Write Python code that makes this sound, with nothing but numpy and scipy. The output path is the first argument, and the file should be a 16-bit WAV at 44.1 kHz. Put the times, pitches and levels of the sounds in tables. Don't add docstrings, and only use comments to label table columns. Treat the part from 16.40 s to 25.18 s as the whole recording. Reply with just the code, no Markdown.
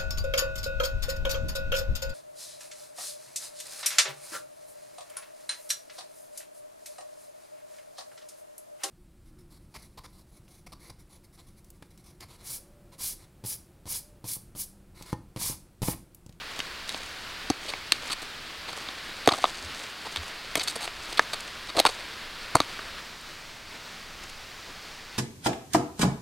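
import sys
import numpy as np
from scipy import signal
from scipy.fft import rfft, irfft
from scipy.io import wavfile
from scipy.ndimage import uniform_filter1d

SR = 44100
rng = np.random.default_rng(int(sys.argv[2]) if len(sys.argv) > 2 else 0)


def generate_wav(signal):
    frames = np.transpose(np.atleast_2d(signal))
    scaled = np.clip(frames, -1, 1) * 32767
    pcm = np.round(scaled).astype(np.int16)
    wavfile.write(sys.argv[1], SR, pcm)


N = 387198

# (time [s], thud [dB], clack [dB], clink [dB], grit [dB], clack centre [Hz],
# clink centre [Hz], grit centre [Hz], crunch against the clean blow [dB], rebound offset [dB])
BLADE_BLOWS = [(0.1916, -41.5, -40, -34.5, -42, 1040, 2800, 6000, 7, 3),
               (0.493, -59.5, -52, -31, -38, 870, 4000, 6100, -10, -8),
               (0.5453, -44, -37, -34, -56, 700, 4100, 8400, 0, -20),
               (1.1014, -25, -24, -28, -30, 740, 4300, 6170, 15, -18),
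               (1.337, -45, -33.5, -33, -60, 880, 2200, 8000, -10, -20),
               (1.5215, -39.5, -30.5, -15.5, -24, 1320, 4250, 8400, -2, -23),
               (2.4874, -49, -39, -33.5, -56, 1130, 3630, 8900, 15, -20),
               (2.8752, -20, -12, -21, -27, 580, 3750, 6300, -5.5, -2),
               (2.9365, -49, -26.5, -33, -41, 1300, 3500, 7600, 7, -7),
               (3.0415, -36.5, -15, -24.5, -43, 1140, 3570, 6200, 0, -8),
               (3.7604, -48, -36, -28.5, -41, 1030, 3700, 7750, 9, -5.5),
               (4.155, -36, -26.5, -22.5, -28, 990, 2110, 13000, 5, -20),
               (4.196, -55, -43, -28.5, -38, 1340, 4700, 6400, 4, -12),
               (4.477, -53, -35.5, -34.5, -56, 645, 1800, 6900, 3, -20),
               (4.7943, -38.5, -13, -17.5, -38, 1130, 1670, 10600, -4.5, -43),
               (5.3995, -27, -18.5, -17.5, -24, 620, 3950, 11500, 8, -21),
               (5.4522, -36, -14.5, -22.5, -33, 784, 3650, 9050, 2, -2),
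               (6.1539, -26, -12.5, -26, -22, 490, 4360, 8900, 6, -10.5),
               (6.203, -28, -20.5, -22, -33, 1110, 4070, 6300, -2.5, -17),
               (6.391, -45, -35.5, -42, -58, 1110, 1550, 5950, 4, -18)]
# (time [s], length [s], thud [dB], clack [dB], clink [dB], grit [dB], clack centre [Hz])
BLADE_SLIDES = [(1.28, 0.028, -52, -42, -34.5, -43.5, 567), (1.699, 0.01, -45, -35, -32, -42, 1340),
                (1.714, 0.022, -58, -39.5, -29.5, -34.5, 1150), (1.819, 0.0096, -52, -44, -40.5, -43, 710),
                (2.282, 0.018, -65, -38, -38.5, -61, 940), (2.328, 0.0047, -57, -36.5, -35, -44, 1180),
                (2.859, 0.0032, -53, -38, -31, -40, 900), (2.879, 0.0061, -18.5, -27, -29, -37, 397),
                (2.91, 0.0035, -43, -23, -39, -52, 1110), (2.919, 0.0044, -28, -21.5, -22, -35, 820),
                (2.978, 0.012, -48, -35.5, -39, -45, 740), (3.65, 0.023, -48, -38, -42, -53, 890),
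                (4.169, 0.0093, -32.5, -29.5, -31, -33, 630), (4.206, 0.014, -52, -39.5, -28.5, -41, 790),
                (4.231, 0.0067, -61, -51, -37, -31, 870), (4.275, 0.011, -60, -38, -25.5, -31, 1180),
                (4.295, 0.019, -56, -55, -38, -39, 1300), (4.356, 0.0088, -39, -32, -35.5, -34.5, 358),
                (4.405, 0.059, -56, -41.5, -37, -42, 880), (4.725, 0.0039, -41, -38, -31, -38, 780),
                (4.773, 0.0075, -48, -34, -25.5, -38, 1230), (4.931, 0.013, -58, -32.5, -28.5, -35.5, 1240),
                (5.004, 0.005, -53, -54, -47, -38.5, 1260), (5.287, 0.019, -49, -41, -36.5, -51, 1080),
                (5.348, 0.015, -45, -34, -51, -52, 690), (5.366, 0.01, -30, -27, -27.5, -35.5, 660),
                (5.379, 0.0095, -51, -21, -29, -38, 650), (5.389, 0.0096, -44, -22.5, -18, -28, 620),
                (5.461, 0.0084, -40, -23, -18.5, -27, 1340), (5.484, 0.017, -50, -34.5, -35, -43, 870),
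                (6.15, 0.0015, -19, -18.5, -27, -37, 437)]
RANGE_EDGES = [70, 450, 1500, 5500, 16000]
# (thud [dB], clack [dB], clink [dB], grit [dB])
REBOUND_TONE = [-14, -6, 2.5, -7]
# (frequency [Hz], relative level [dB], t60 [s])
SHOVEL_MODES = [(130, -19, 0.055), (299, -1, 0.028), (431, -8, 0.028), (657, -1, 0.0094),
                (756, -8.5, 0.013), (1150, 0, 0.008), (1776, -22, 0.051), (2170, 4, 0.0082),
                (2540, 7, 0.0054), (3280, 13.5, 0.0029), (3690, -1, 0.0084), (4440, 0, 0.015),
                (6240, -1, 0.011), (7600, -6, 0.0075), (8480, 6.5, 0.0026), (9740, -10, 0.02)]
# (time [s], gain of the first rush [dB], settling time [s])
EARTH_SPILLS = [(0.1, -50.5, .2), (0.47, -49, 0.23), (1.21, -48, 0.11), (1.53, -49, 0.23),
                (2.27, -50, 0.27), (2.88, -47, 0.41), (3.34, -51, 0.077), (3.71, -49.5, 0.21),
                (4.17, -45, 0.2), (4.62, -52.5, 0.5), (5.44, -42, 0.093), (6.17, -61, 0.27)]
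# (time [s], length [s], frequency [Hz], level [dB])
GROUND_THUMPS = [(1.098, 0.016, 310, -26), (1.099, 0.019, 120, -37), (3.215, 0.091, 81.5, -47),
                 (3.757, 0.087, 80.5, -44), (6.147, 0.021, 116, -30)]
# (time [s], length [s], brightness [Hz], level [dB])
WOOD_TICKS = [(6.81, 0.0068, 5000, -48), (7.316, 0.085, 1400, -49), (7.355, 0.0073, 2000, -47),
              (7.831, 0.015, 3500, -44.5), (7.89, 0.016, 4000, -46), (8.262, 0.078, 700, -52)]
# (frequency [Hz], relative level [dB])
FOREST_HISS = [(35, -43), (60, 1), (103, -4.5), (287, -4.5), (469, -4.5), (749, -4), (822, -5), (1010, -2),
               (1510, 0.5), (2580, -1.5), (2970, -2), (4640, -3.5), (6140, -14), (14900, -26.5),
               (16000, -25)]
# (frequency [Hz], relative level [dB])
CAMP_HISS = [(35, -35), (60, -2.5), (130, -3.5), (300, -6), (600, -6.5), (1300, -3.5), (2100, -3.5),
             (3200, -6), (4600, -6), (6100, -12.5), (8500, -19), (11000, -24.5), (16000, -26)]
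# (frequency [Hz], relative level [dB])
AIR_RUMBLE = [(5, -28), (18, -2), (32, -15.5), (60, -17), (130, -45), (400, -82)]
# (frequency [Hz], relative level [dB])
SIDE_HISS = [(30, 14), (120, 7.5), (500, 9.5), (1500, -12), (2500, -41), (4000, -16), (8000, 7.5),
             (12000, 4), (16000, 6)]

FIRESIDE_S = 6.607
BITE_LEAD_S = 1 / 400


def knocks(ring, rebound_s=0.0172, rebound_s_per_db=0.00015, rebound_clack_hz=1100):
    out = np.zeros(N)
    for time, *levels_db, clack_hz, clink_hz, grit_hz, crunch_db, rebound_db in BLADE_BLOWS:
        start = time - BITE_LEAD_S
        add(out, start, blow(ring, levels_db, (clack_hz, clink_hz, grit_hz), crunch_db))
        thinner_db = np.array(levels_db) + REBOUND_TONE + rebound_db
        delay = rebound_s + rebound_s_per_db * levels_db[0]
        add(out, start + delay, blow(ring, thinner_db, (rebound_clack_hz, clink_hz, grit_hz), crunch_db=3))
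    return out


def blow(ring, levels_db, centres_hz, crunch_db, bite_s=0.00046, crunch_s=0.0027):
    stop = int(BITE_LEAD_S * SR)
    t = (np.arange(SR // 25) - stop) / SR
    pressure = np.exp(-np.maximum(t / crunch_s, -t / bite_s))
    force = grains(len(t), rate=12000, spread_db=1.3) * pressure
    force *= undb(crunch_db) / np.linalg.norm(force)
    force[stop] = 1
    return contact(force, ring, levels_db, centres_hz, length_s=0.01)


def scrapes(ring, release_s=0.0028, clink_hz=4180, grit_hz=8300):
    out = np.zeros(N)
    for time, length, *levels_db, clack_hz in BLADE_SLIDES:
        t = np.arange(int(length * SR) + SR // 50) / SR
        swell = np.interp(t, [0, length / 2], [0.7, 1])
        release = np.exp(-np.maximum(t - 0.88 * length, 0) / release_s)
        force = grains(len(t), rate=4000, spread_db=4.1) * swell * release
        add(out, time, contact(force, ring, levels_db, (clack_hz, clink_hz, grit_hz), length))
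    return out


def shovel_ring(contact_db=10):
    t = np.arange(SR // 16) / SR
    ring = sum(undb(db - 60 * t / t60) * np.cos(2 * np.pi * hz * t) for hz, db, t60 in SHOVEL_MODES)
    ring[0] += undb(contact_db)
    return ring


def contact(force, ring, levels_db, centres_hz, length_s, dirt_hz=11500):
    clack_hz, clink_hz, grit_hz = centres_hz
    sound = signal.fftconvolve(force, ring)
    sound = resonate(sound, clack_hz, q=3, mix_db=5.5)
    sound = resonate(sound, clink_hz, q=9.7, mix_db=9)
    sound = resonate(sound, grit_hz, q=7.1, mix_db=0)
    sound = signal.sosfilt(signal.butter(2, dirt_hz, fs=SR, output="sos"), sound)
    parts = [band(sound, lo, hi) for lo, hi in zip(RANGE_EDGES, RANGE_EDGES[1:])]
    return sum(part * undb(db) * np.sqrt(length_s * SR / np.sum(part ** 2))
               for part, db in zip(parts, levels_db))


def crumbs(ring):
    flow = earth_flow() * undb(3.8 * walk(70))
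    fine = level(band(grains(N, 1100, 2.5), 3300, 9000, order=2), -1.9)
    clods = level(band(grains(N, 700, 4.9), 246, 1140, order=2), -3.5)
    pebble_taps = signal.fftconvolve(grains(N, 60, 1.9), ring)[:N]
    pebble_ticks = band(pebble_taps, 3700, 7400, order=2)
    pebbles = level(resonate(pebble_ticks, 8800, q=7, mix_db=-2), -2)
    stone_taps = signal.fftconvolve(grains(N, 35, 0.88), ring)[:N]
    stones = level(band(stone_taps, 730, 3800, order=2), -1)
    return flow * (fine + clods + pebbles + stones)


def earth_flow(rise_s=0.012, trickle_db=-69):
    t = np.arange(N) / SR
    flow = np.full(N, undb(trickle_db))
    for time, db, settle_s in EARTH_SPILLS:
        age = np.maximum(t - time, 0)
        flow += undb(db) * np.minimum(age / rise_s, 1) * np.exp(-age / settle_s)
    return flow * (t < FIRESIDE_S)


def thumps():
    out = np.zeros(N)
    for time, length, hz, db in GROUND_THUMPS:
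        t = np.arange(int(length * SR)) / SR
        add(out, time, level(np.sin(2 * np.pi * hz * t) * np.hanning(len(t)), db))
    return out


def campfire():
    out = np.zeros(N)
    for time, length, hz, db in WOOD_TICKS:
        n = int(length * SR)
        sputter = grains(n, rate=6000, spread_db=1.6) * np.hanning(n)
        add(out, time, level(band(sputter, hz / 9.3, hz * 2, order=2), db))
    return out


def forest_echo(sound, t60_s=0.44, rise_s=0.0015, wet_db=-26):
    t = np.arange(SR // 2) / SR
    tail = band(grains(len(t), rate=2400, spread_db=0.85), 410, 11000, order=1)
    tail *= undb(-60 * t / t60_s) * (1 - np.exp(-t / rise_s))
    return undb(wet_db) * signal.fftconvolve(sound, tail / np.linalg.norm(tail))[:N]


def ambience(forest_db=-40, camp_db=-43.5, air_db=-55.5):
    at_dig = np.arange(N) / SR < FIRESIDE_S
    hiss = np.where(at_dig, noise(FOREST_HISS) * undb(forest_db), noise(CAMP_HISS) * undb(camp_db))
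    air = noise(AIR_RUMBLE) * undb(air_db + 2.5 * walk(6.5))
    return hiss * undb(0.6 * walk(14)) + air


def undb(db):
    return 10 ** (np.asarray(db) / 20)


def level(x, db):
    return x * undb(db) / np.sqrt(np.mean(x ** 2))


def band(x, lo_hz, hi_hz, order=3):
    return signal.sosfilt(signal.butter(order, [lo_hz, hi_hz], "band", fs=SR, output="sos"), x)


def resonate(x, hz, q, mix_db):
    return x + undb(mix_db) * signal.lfilter(*signal.iirpeak(hz, q, fs=SR), x)


def noise(colour):
    hz, db = np.transpose(colour)
    bins_hz = np.maximum(np.fft.rfftfreq(N, 1 / SR), 1)
    gain = undb(np.interp(np.log(bins_hz), np.log(hz), db))
    return level(irfft(rfft(rng.standard_normal(N)) * gain, N), 0)


def walk(rate):
    hold = int(SR / rate)
    steps = np.repeat(rng.standard_normal(N // hold + 1), hold)
    return level(uniform_filter1d(steps, hold)[:N], 0)


def grains(n, rate, spread_db):
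    clicks = (rng.random(n) < rate / SR) * rng.choice([-1, 1], n)
    return clicks * undb(spread_db * np.minimum(rng.exponential(size=n), 4))


def add(out, time, x):
    start = int(time * SR)
    out[start:start + len(x)] += x[:N - start]


def scene():
    ring = shovel_ring()
    dig = knocks(ring) + scrapes(ring)
    mid = dig + forest_echo(dig) + crumbs(ring) + thumps() + campfire() + ambience()
    side = undb(-58.5) * noise(SIDE_HISS)
    return np.array([mid + side, mid - side])


def record(dry, top_hz=16000):
    low_pass = signal.ellip(8, 0.05, 60, top_hz, fs=SR, output="sos")
    return signal.sosfiltfilt(low_pass, np.clip(dry, -1, 1))


dry = scene()
out = record(dry)
generate_wav(out)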